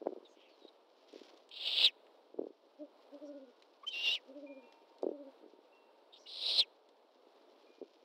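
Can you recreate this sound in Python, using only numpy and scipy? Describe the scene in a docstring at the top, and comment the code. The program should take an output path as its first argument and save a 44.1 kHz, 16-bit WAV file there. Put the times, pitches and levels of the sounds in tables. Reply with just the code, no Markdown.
"""Owlets beg in a tree nest at night: three screeches, two rasping and one clearer in two voices, swell
and end in a falling whistle, with faint peeps between; air chopped by an uneven flutter drives them.
An adult hoots softly in gliding partials. The shuffling birds bump the nest in filtered thuds, crackle
its lining in filtered clicks and snap twigs in noise bursts. Far off, what may be wind chimes ring
in beating pairs of tones over a steady wash of night air."""
import sys
import numpy as np
from scipy import signal
from scipy.fft import rfft, irfft
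from scipy.io import wavfile

SR = 44100
rng = np.random.default_rng(int(sys.argv[2]) if len(sys.argv) > 2 else 0)


def wav_out(sig):
    """Save sig, one row per channel (or a flat mono array), as 16-bit PCM at SR to the path in sys.argv[1]."""
    wavfile.write(sys.argv[1], SR, np.round(np.clip(np.atleast_2d(sig).T, -1, 1) * 32767).astype(np.int16))


N = 354960
TIME = np.arange(N) / SR
EDGE_HZ = 15800  # upper limit of the band

# Night air, relative spectrum: f/Hz, level/dB
AIR_SPECTRUM = [(35, -67), (60, -49), (145, -54), (220, -18), (312, -7.5), (368, -8.5), (423, -2.5),
                (559, -2), (657, -4), (738, -7.5), (910, -8), (1870, -25), (4120, -23), (6260, -41.5),
                (15500, -46.5)]
# Distant chime strokes: t/s, level/dB, f/Hz, t60/s
CHIME_STROKES = [(3.271, -75.5, 1440, 2.3), (4.464, -67.5, 920.5, 8.4), (4.464, -58.5, 2406, 0.82),
                 (4.629, -68, 2714, 0.78), (5.724, -66.5, 2722, 0.65), (7.667, -71.5, 2420, 0.81)]
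# Dry twigs and down, relative spectrum: f/Hz, level/dB
RUSTLE_SPECTRUM = [(130, -45), (900, -5), (1900, -5.5), (3200, 3), (5300, -1), (7000, -13.5), (7900, -31),
                   (10700, -28), (15000, -32)]
# Bouts of stirring: middle t/s, half length t/s, rustle level/dB, patter level/dB
STIRRING_BOUTS = [(.09, 0.11, -84, -50), (0.533, 0.24, -77.5, -71.5), (1.21, 0.15, -67, -68.5),
                  (1.18, 0.043, -80, -60.5), (2.428, 0.061, -85, -53.5), (3.902, 0.99, -78, -76),
                  (5.503, 0.063, -84, -61), (7.801, 0.51, -77, -68)]
# Twig snaps and bill clicks: t/s, peak level/dB, f/Hz that places the band
TWIG_SNAPS = [(.069, -45, 1220), (1.127, -55, 4800), (1.195, -51.5, 4100), (1.251, -57, 4480),
              (1.284, -54, 2840), (1.375, -58, 4770), (1.491, -52.5, 5230), (2.067, -55.5, 3130),
              (3.623, -50, 3500), (4.724, -53, 3963), (4.984, -56.5, 4670), (5.023, -53, 4910),
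              (6.889, -59, 4500)]
# Dull bumps on the nest: t/s, first peak level/dB, f/Hz that places the upper edge, taps in the stutter
NEST_KNOCKS = [(.018, -37, 423, 1), (.027, -36.5, 480, 1), (.062, -30.5, 534, 1), (.071, -20.5, 592, 1),
               (.125, -35.5, 404, 1), (.133, -37.5, 497, 1), (.165, -39.5, 460, 1), (.652, -42.5, 430, 1),
               (1.139, -43, 434, 1), (1.161, -40.5, 445, 1), (1.217, -43, 345, 1), (2.345, -42, 450, 1),
               (2.389, -37, 526, 1), (2.394, -25.5, 412, 3), (2.47, -35, 450, 1), (5.033, -23.5, 546, 1),
               (5.044, -26.5, 440, 1), (5.068, -22.5, 413, 3), (5.442, -50, 400, 1), (5.537, -48, 380, 1),
               (7.817, -36, 420, 1), (7.828, -37, 405, 1)]
# The adult's hoots, single or stuttering: first syllable t/s, crest t/s, last syllable t/s,
# crest level/dB, crest f/Hz
ADULT_HOOTS = [(2.824, 2.824, 2.824, -44, 303.3), (3.15, 3.15, 3.14, -48.5, 294.4),
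               (3.242, 3.242, 3.487, -46, 301.2), (4.308, 4.402, 4.645, -46.5, 296.1),
               (5.083, 5.12, 5.275, -47, 297)]
# Echoes of the owlets off the two trunks and the nest rim: delay t/s, level/dB
CLOSE_ECHOES = [(.0031, -18), (.0058, -16), (.0094, -22)]
# Peeps, wheezes and the chirps that lead into a screech: t/s, length t/s, level/dB,
# first f/Hz, last f/Hz, arch f/Hz, roughness (0-1)
PEEP_NOTES = [(0.245, 0.037, -62.5, 3790, 3430, 2, 0.2), (0.267, 0.1, -75.5, 6500, 6130, 2, 0.33),
              (.34, 0.2, -68, 3040, 2970, 0.5, 0.62), (0.478, 0.11, -74, 4970, 3800, -2, .25),
              (0.587, 0.12, -68.5, 4130, 3830, -200, 0.21), (0.677, 0.019, -59.5, 4260, 3540, 0, .04),
              (3.246, .06, -72, 5600, 5560, -4, 0.4), (3.83, .024, -50.5, 1060, 1237, -3, 0.02),
              (3.865, 0.034, -36.5, 2960, 3173, 45, 0.01), (3.866, 0.039, -58.5, 5490, 5660, 1, .7),
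              (3.891, 0.039, -47, 3030, 3070, 0, 0), (3.9, .075, -49.5, 3830, 3630, -1, .3),
              (6.123, 0.039, -55, 3640, 3750, 54, 0.23), (6.155, 0.033, -60.5, 3850, 3770, 4, 0.7),
              (6.152, 0.13, -69, 4920, 4550, 951, .5), (6.256, .026, -56, 2860, 2970, 4, 0.12)]
# Screech voices; the middle screech has two, one from each side of the syrinx: start t/s, surge t/s,
# bill closes t/s, first level/dB, last level/dB, surge level/dB, climax level/dB,
# pitch f/Hz, dip in the surge f/Hz, climax pitch f/Hz, roughness (0-1)
SCREECH_VOICES = [(1.506, 1.662, 1.855, -54.5, -28.5, 6, 5.5, 3630, 0, 3920, .94),
                  (3.926, 4.08, 4.145, -42.5, -37, 6.5, 0.5, 2815, 45.5, 3100, .25),
                  (4.028, 4.081, 4.143, -43, -38.5, 0, 0.5, 3890, 379.5, 3849, 0.1),
                  (6.261, 6.441, 6.596, -54.5, -31, 4, 7, 3955, -0.5, 4080, .93)]
# Relative colour of the rasp in each screech at its median pitch: f/Hz, level/dB
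FIRST_COLOUR = [(150, -62), (500, -13.5), (1700, -30), (2350, -17.5), (2800, -1.5), (3700, 1.5),
                (4700, -9.5), (5400, -21), (6200, -41.5), (7900, -29.5), (11500, -54), (14000, -40.5),
                (15800, -37)]
SECOND_COLOUR = [(150, -50), (500, -5), (1500, -22), (2400, -12), (2950, 5.5), (3700, 1), (4700, -9),
                 (5600, -8.5), (6300, -36.5), (10800, -38), (12200, -29.5), (15800, -50)]
THIRD_COLOUR = [(150, -58.5), (520, -12.5), (1800, -33), (2800, -11), (3950, 3), (4700, -5.5), (5400, -13),
                (6100, -32.5), (7000, -36.5), (8800, -27), (12300, -50.5), (15500, -41)]
# Whistle overtones, before the higher ones roll off and all flicker: f/Hz, level/dB under the fundamental
OVERTONE_LEVELS = [(4000, -18.5), (5600, -21), (6500, -34), (8000, -32), (11000, -42), (15500, -33)]


def gain_of(db):
    """Turns decibels into gain."""
    return 10 ** (np.asarray(db) / 20)


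def evened(x):
    """Scales a sound to rms 1."""
    return x / np.sqrt(np.mean(x ** 2) + 1e-20)


def hump(u):
    """Draws a bell curve of height 1 around u = 0."""
    return np.exp(-u ** 2)


def read(points, hz):
    """Reads a spectrum on a log-frequency axis."""
    f, value = np.transpose(points)
    return np.interp(np.log(hz + 1), np.log(f + 1), value)


def add(mix, s, sound):
    """Mixes a sound in at time s, trimmed to the scene."""
    start = round(s * SR)
    sound = sound[max(-start, 0):]
    part = mix[max(start, 0):][:len(sound)]
    part += sound[:len(part)]


def coloured(x, points):
    """Filters x by the spectrum of the points."""
    hz = np.fft.rfftfreq(len(x), 1 / SR)
    return irfft(rfft(x) * gain_of(read(points, hz)), len(x))


def wander(n, rate_hz):
    """Drifts at random with rms 1, moving little faster than the rate."""
    hz = np.fft.rfftfreq(N, 1 / SR)
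    drift = irfft(rfft(rng.standard_normal(N)) * hump(hz / rate_hz), N)
    return evened(drift)[:n]


def band(x, low_hz, high_hz, order):
    """Passes x through a causal high-pass and low-pass."""
    x = signal.sosfilt(signal.butter(order, low_hz, "high", fs=SR, output="sos"), x)
    return signal.sosfilt(signal.butter(order, high_hz, fs=SR, output="sos"), x)


def grains(per_s, spread_db):
    """Scatters clicks of uneven size and random sign."""
    size = gain_of(spread_db * np.minimum(rng.exponential(1, N), 4))
    return size * rng.choice([-1, 1], N) * (rng.random(N) < per_s / SR)


def night_air(level_db=-66.5, swell_db=1.5):
    """A far-off wash of coloured noise that hardly swells."""
    wash = evened(coloured(rng.standard_normal(N), AIR_SPECTRUM))
    return gain_of(level_db + swell_db * wander(N, 3)) * wash


def chimes(rise_s=0.0037, split=0.0068, partner=0.37):
    """Distant metal tubes: each stroke is a dying pair of close modes that beat."""
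    out = np.zeros(N)
    for s, db, hz, t60 in CHIME_STROKES:
        t = TIME[:round(t60 * SR)]
        pair = np.sin(2 * np.pi * hz * t) + partner * np.sin(2 * np.pi * hz * (1 + split) * t)
        envelope = gain_of(db - 60 * t / t60) * (1 - np.exp(-t / rise_s))
        add(out, s, envelope * pair)
    return out


def trees(x, t60_s=.5, gap_s=.008):
    """A thin scatter from trunks and branches: x smeared by a tail of dying noise."""
    t = TIME[:SR]
    tail = rng.standard_normal(SR) * gain_of(-60 * t / t60_s) * (t > gap_s)
    return signal.oaconvolve(x, tail / np.linalg.norm(tail))[:N]


def blow(hz, low_hz=320, above=1.107):
    """One dead thud of the nest: a click through a narrow band that rings briefly; peak 1."""
    thud = band(signal.unit_impulse(2048), low_hz, hz * above, order=5)
    return thud / abs(thud).max()


def shuffling(patter_hz=390, rest_rustle_db=-84, rest_patter_db=-78):
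    """Stirring birds crackle the dry lining and patter on the nest, in bouts that swell and fade."""
    ticks = grains(1800, 3)
    crackle = evened(coloured(ticks * gain_of(2.7 * wander(N, 40)), RUSTLE_SPECTRUM))
    steps = grains(120, 4)
    patter = evened(signal.oaconvolve(steps, blow(patter_hz))[:N])
    # the birds are never quite still
    rustle_power, patter_power = gain_of(rest_rustle_db) ** 2, gain_of(rest_patter_db) ** 2
    for s, half, rustle_db, patter_db in STIRRING_BOUTS:
        bout = hump((TIME - s) / half)
        rustle_power = rustle_power + bout * gain_of(rustle_db) ** 2
        patter_power = patter_power + bout * gain_of(patter_db) ** 2
    return np.sqrt(rustle_power) * crackle + np.sqrt(patter_power) * patter


def twigs(t60_s=0.025, low_share=0.66, high_share=0.94):
    """Each snap or click is a tiny dying burst of noise in its own band."""
    out, t = np.zeros(N), TIME[:1024]
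    for s, db, hz in TWIG_SNAPS:
        burst = rng.standard_normal(len(t)) * gain_of(-60 * t / t60_s)
        snap = band(burst, hz * low_share, hz * high_share, order=3)
        add(out, s, gain_of(db) * snap / abs(snap).max())
    return out


def bumps(stutter_s=.0245, stutter_db=-5, scuff_db=-13, scuff_hz=440, scuff_s=0.01):
    """Feet and wings knock on the nest, rebound weaker each time, and scuff around the knocks."""
    out = np.zeros(N)
    for s, db, hz, taps in NEST_KNOCKS:
        thud = blow(hz)
        start = s - abs(signal.hilbert(thud)).argmax() / SR  # the first thud peaks at s
        for k in range(round(taps)):
            add(out, start + k * stutter_s, gain_of(db + k * stutter_db) * thud)
    around = np.exp(-abs(np.arange(-SR // 4, SR // 4) / SR) / scuff_s)
    pressure = np.sqrt(abs(signal.oaconvolve(out ** 2, around / around.sum(), "same")))
    scuff = evened(signal.oaconvolve(grains(400, 5.5), blow(scuff_hz))[:N])
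    return out + gain_of(scuff_db) * pressure * scuff


def syllables(gap_s=.064, rise_s=0.13, fall_s=.24, drop=.16, fade_db=-11, fade_curve=3):
    """Evenly spaced pushes of air, lower and softer away from each hoot's crest: t/s, level/dB, f/Hz."""
    for first, crest, last, db, hz in ADULT_HOOTS:
        for s in np.linspace(first, last, 1 + round(abs(last - first) / gap_s)):
            away = max((crest - s) / rise_s, (s - crest) / fall_s)
            yield s, db + fade_db * away ** fade_curve, hz * (1 - drop * away ** 2)


def adult(half_s=.0215, sag=.04, octave_db=-1, third_db=-36, waver=0.013, low_cut_hz=270):
    """Soft hoots of a fundamental, its octave and a trace of a third; pitch arches with each push of air."""
    push, pitch = np.full(N, 1e-12), np.full(N, 1e-10)  # tiny floors keep the pitch defined in silence
    u = np.arange(-3, 3, 1 / (SR * half_s))
    for s, db, hz in syllables():
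        swell = gain_of(db) * np.exp(-.6 * abs(u) ** 2.3)
        start = s - len(u) / SR / 2
        add(push, start, swell)
        add(pitch, start, swell * hz * (1 - sag * u ** 2))
    hz = pitch / push  # overlapping syllables share a weighted pitch
    phase = 2 * np.pi * np.cumsum(hz * (1 + waver * wander(N, 80))) / SR
    low_loss = 1 / np.sqrt(1 + (low_cut_hz / hz) ** 14)  # the microphone loses the lowest notes
    fundamental = low_loss * np.cos(phase)
    octave = gain_of(octave_db) * np.cos(2 * phase)
    third = gain_of(third_db) * np.cos(3 * phase)
    return push * (fundamental + octave + third)


def syrinx(flutter_hz=420, flutter_db=2.0, jitter_hz=500):
    """Drives the owlets' voices: an uneven flutter, the air it chops, and the pitch's unsteadiness."""
    flutter = evened(gain_of(flutter_db * wander(N, flutter_hz)))
    return flutter, flutter * rng.standard_normal(N), wander(N, jitter_hz)


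def voice(level_db, hz, rough, colour, drive, bright_db=0, jitter=.07, chop=0.49):
    """A whistle that breaks up into a rasp of noise, whose resonances drop as the pitch falls."""
    flutter, air, unsteady = (d[:len(hz)] for d in drive)
    rough = np.clip(rough, 0, 1)
    phase = 2 * np.pi * np.cumsum(hz * (1 + jitter * rough * unsteady)) / SR
    overtones = 0
    for k in range(2, 6):
        strength = gain_of(read(OVERTONE_LEVELS, k * hz)) * (2 / k) ** 2
        overtones = overtones + strength * (k * hz < EDGE_HZ) * np.sin(k * phase)
    # the overtones come and go
    tone = np.sin(phase) + gain_of(bright_db) * overtones * unsteady
    whistle = evened(tone * flutter ** (chop * rough))
    f, t, z = signal.stft(air, SR, nperseg=256, noverlap=192)
    # the resonances drop as the bill closes, but never rise above their usual place
    stretch = np.minimum(np.interp(t, TIME[:len(hz)], hz) / np.median(hz), 1)
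    z = z * gain_of(read(colour, f[:, None] / stretch))
    rasp = evened(signal.istft(z, SR, nperseg=256, noverlap=192)[1][:len(hz)])
    return gain_of(level_db) * (np.sqrt(1 - rough) * whistle + np.sqrt(rough) * rasp)


def peep(length, db, first_hz, last_hz, arch_hz, rough, drive, peak=0.46, taper=0.98, waver_depth=.06):
    """One short note that glides along an arch, loudest at the peak share of its length."""
    *breath, waver = drive
    u = np.linspace(0, 1, round(length * SR))
    hz = first_hz + (last_hz - first_hz) * u + arch_hz * np.sin(np.pi * u)
    hz = hz * (1 + waver_depth * rough * waver[:len(u)])  # a rough peep wavers in pitch
    envelope = np.sin(np.pi / 2 * np.interp(u, [0, peak, 1], [0, 1, 0])) ** taper
    # the first screech's rasp, shifted from 3600 Hz to this note's pitch
    colour = np.array(FIRST_COLOUR) * [hz.mean() / 3600, 1]
    return envelope * voice(db, hz, rough, colour, breath)


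def screech(row, colour, attack_s=.01, swell_curve=0.91, surge_s=.033, climax_s=.018, close_s=.053):
    """A voice swells, surges once, clears toward a whistle at its climax and falls as the bill closes."""
    start, surge_at, close_at, first_db, last_db, surge_db, climax_db = row[:7]
    pitch_hz, dip_hz, climax_hz, rough = row[7:]
    t = np.arange(0, close_at + close_s - start, 1 / SR)
    held = close_at - start
    swell = np.minimum(t / held, 1) ** swell_curve
    surge = hump((start + t - surge_at) / surge_s)
    climax = hump(np.maximum(held - t, 0) / climax_s)
    closing = np.maximum(t - held, 0)
    roughness = rough + (min(rough, .3) - rough) * climax
    level_db = first_db + (last_db - first_db) * swell + surge_db * surge + climax_db * climax
    level_db += -43.5 * (closing / close_s) ** 1.75  # the whistle dies
    level_db += 1.54 * roughness * wander(len(t), 29.98)  # dB, Hz: a ragged swell
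    hz = pitch_hz * (1 + .014 * wander(len(t), 35.3))  # the pitch is never quite steady
    hz += (climax_hz - pitch_hz) * climax - dip_hz * surge
    hz *= 1 - .24 * rough * np.exp(-t / .007)  # a rough voice slides up into its pitch
    hz *= 2 ** (-15.5 * closing)  # octaves per second
    bright_db = 4 * climax  # the overtones flare at the climax
    return np.minimum(t / attack_s, 1) * voice(level_db, hz, roughness, colour, syrinx(), bright_db)


def owlets(peep_waver_hz=35.2):
    """The three begging screeches and the peeps between them, streaked by close echoes."""
    out, drive = np.zeros(N), (*syrinx(), wander(N, peep_waver_hz))
    colours = [FIRST_COLOUR, SECOND_COLOUR, FIRST_COLOUR, THIRD_COLOUR]
    for row, colour in zip(SCREECH_VOICES, colours):
        add(out, row[0], screech(row, colour))
    for s, *note in PEEP_NOTES:
        add(out, s, peep(*note, [d[round(s * SR):] for d in drive]))
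    direct = out.copy()
    for delay, db in CLOSE_ECHOES:
        add(out, delay, gain_of(db) * direct)
    return out


def scene(owlet_echo_db=-43, hoot_echo_db=-20):
    """The nest close by, the night around it."""
    young, hoots = owlets(), adult()
    echo = trees(gain_of(owlet_echo_db) * young + gain_of(hoot_echo_db) * hoots)
    background = night_air() + chimes() + echo
    nest = shuffling() + twigs() + bumps()
    return (background + nest + hoots + young)[None]


def record(dry, bass_cut_hz=190, bass_floor_db=-10.5, notch_hz=6400, notch_db=-4):
    """The small microphone has weak bass and a notch in the treble; then the band limit."""
    hz = np.fft.rfftfreq(N, 1 / SR)
    bass = np.maximum(1 / np.sqrt(1 + (bass_cut_hz / (hz + 1)) ** 14), gain_of(bass_floor_db))
    notch = gain_of(notch_db * hump((hz - notch_hz) / 500))
    thin = irfft(rfft(dry) * bass * notch, N)
    edge = signal.firwin(511, EDGE_HZ, window=("kaiser", 9), fs=SR)
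    return signal.oaconvolve(thin, edge[None], "same")


dry = scene()
out = record(dry)
wav_out(out)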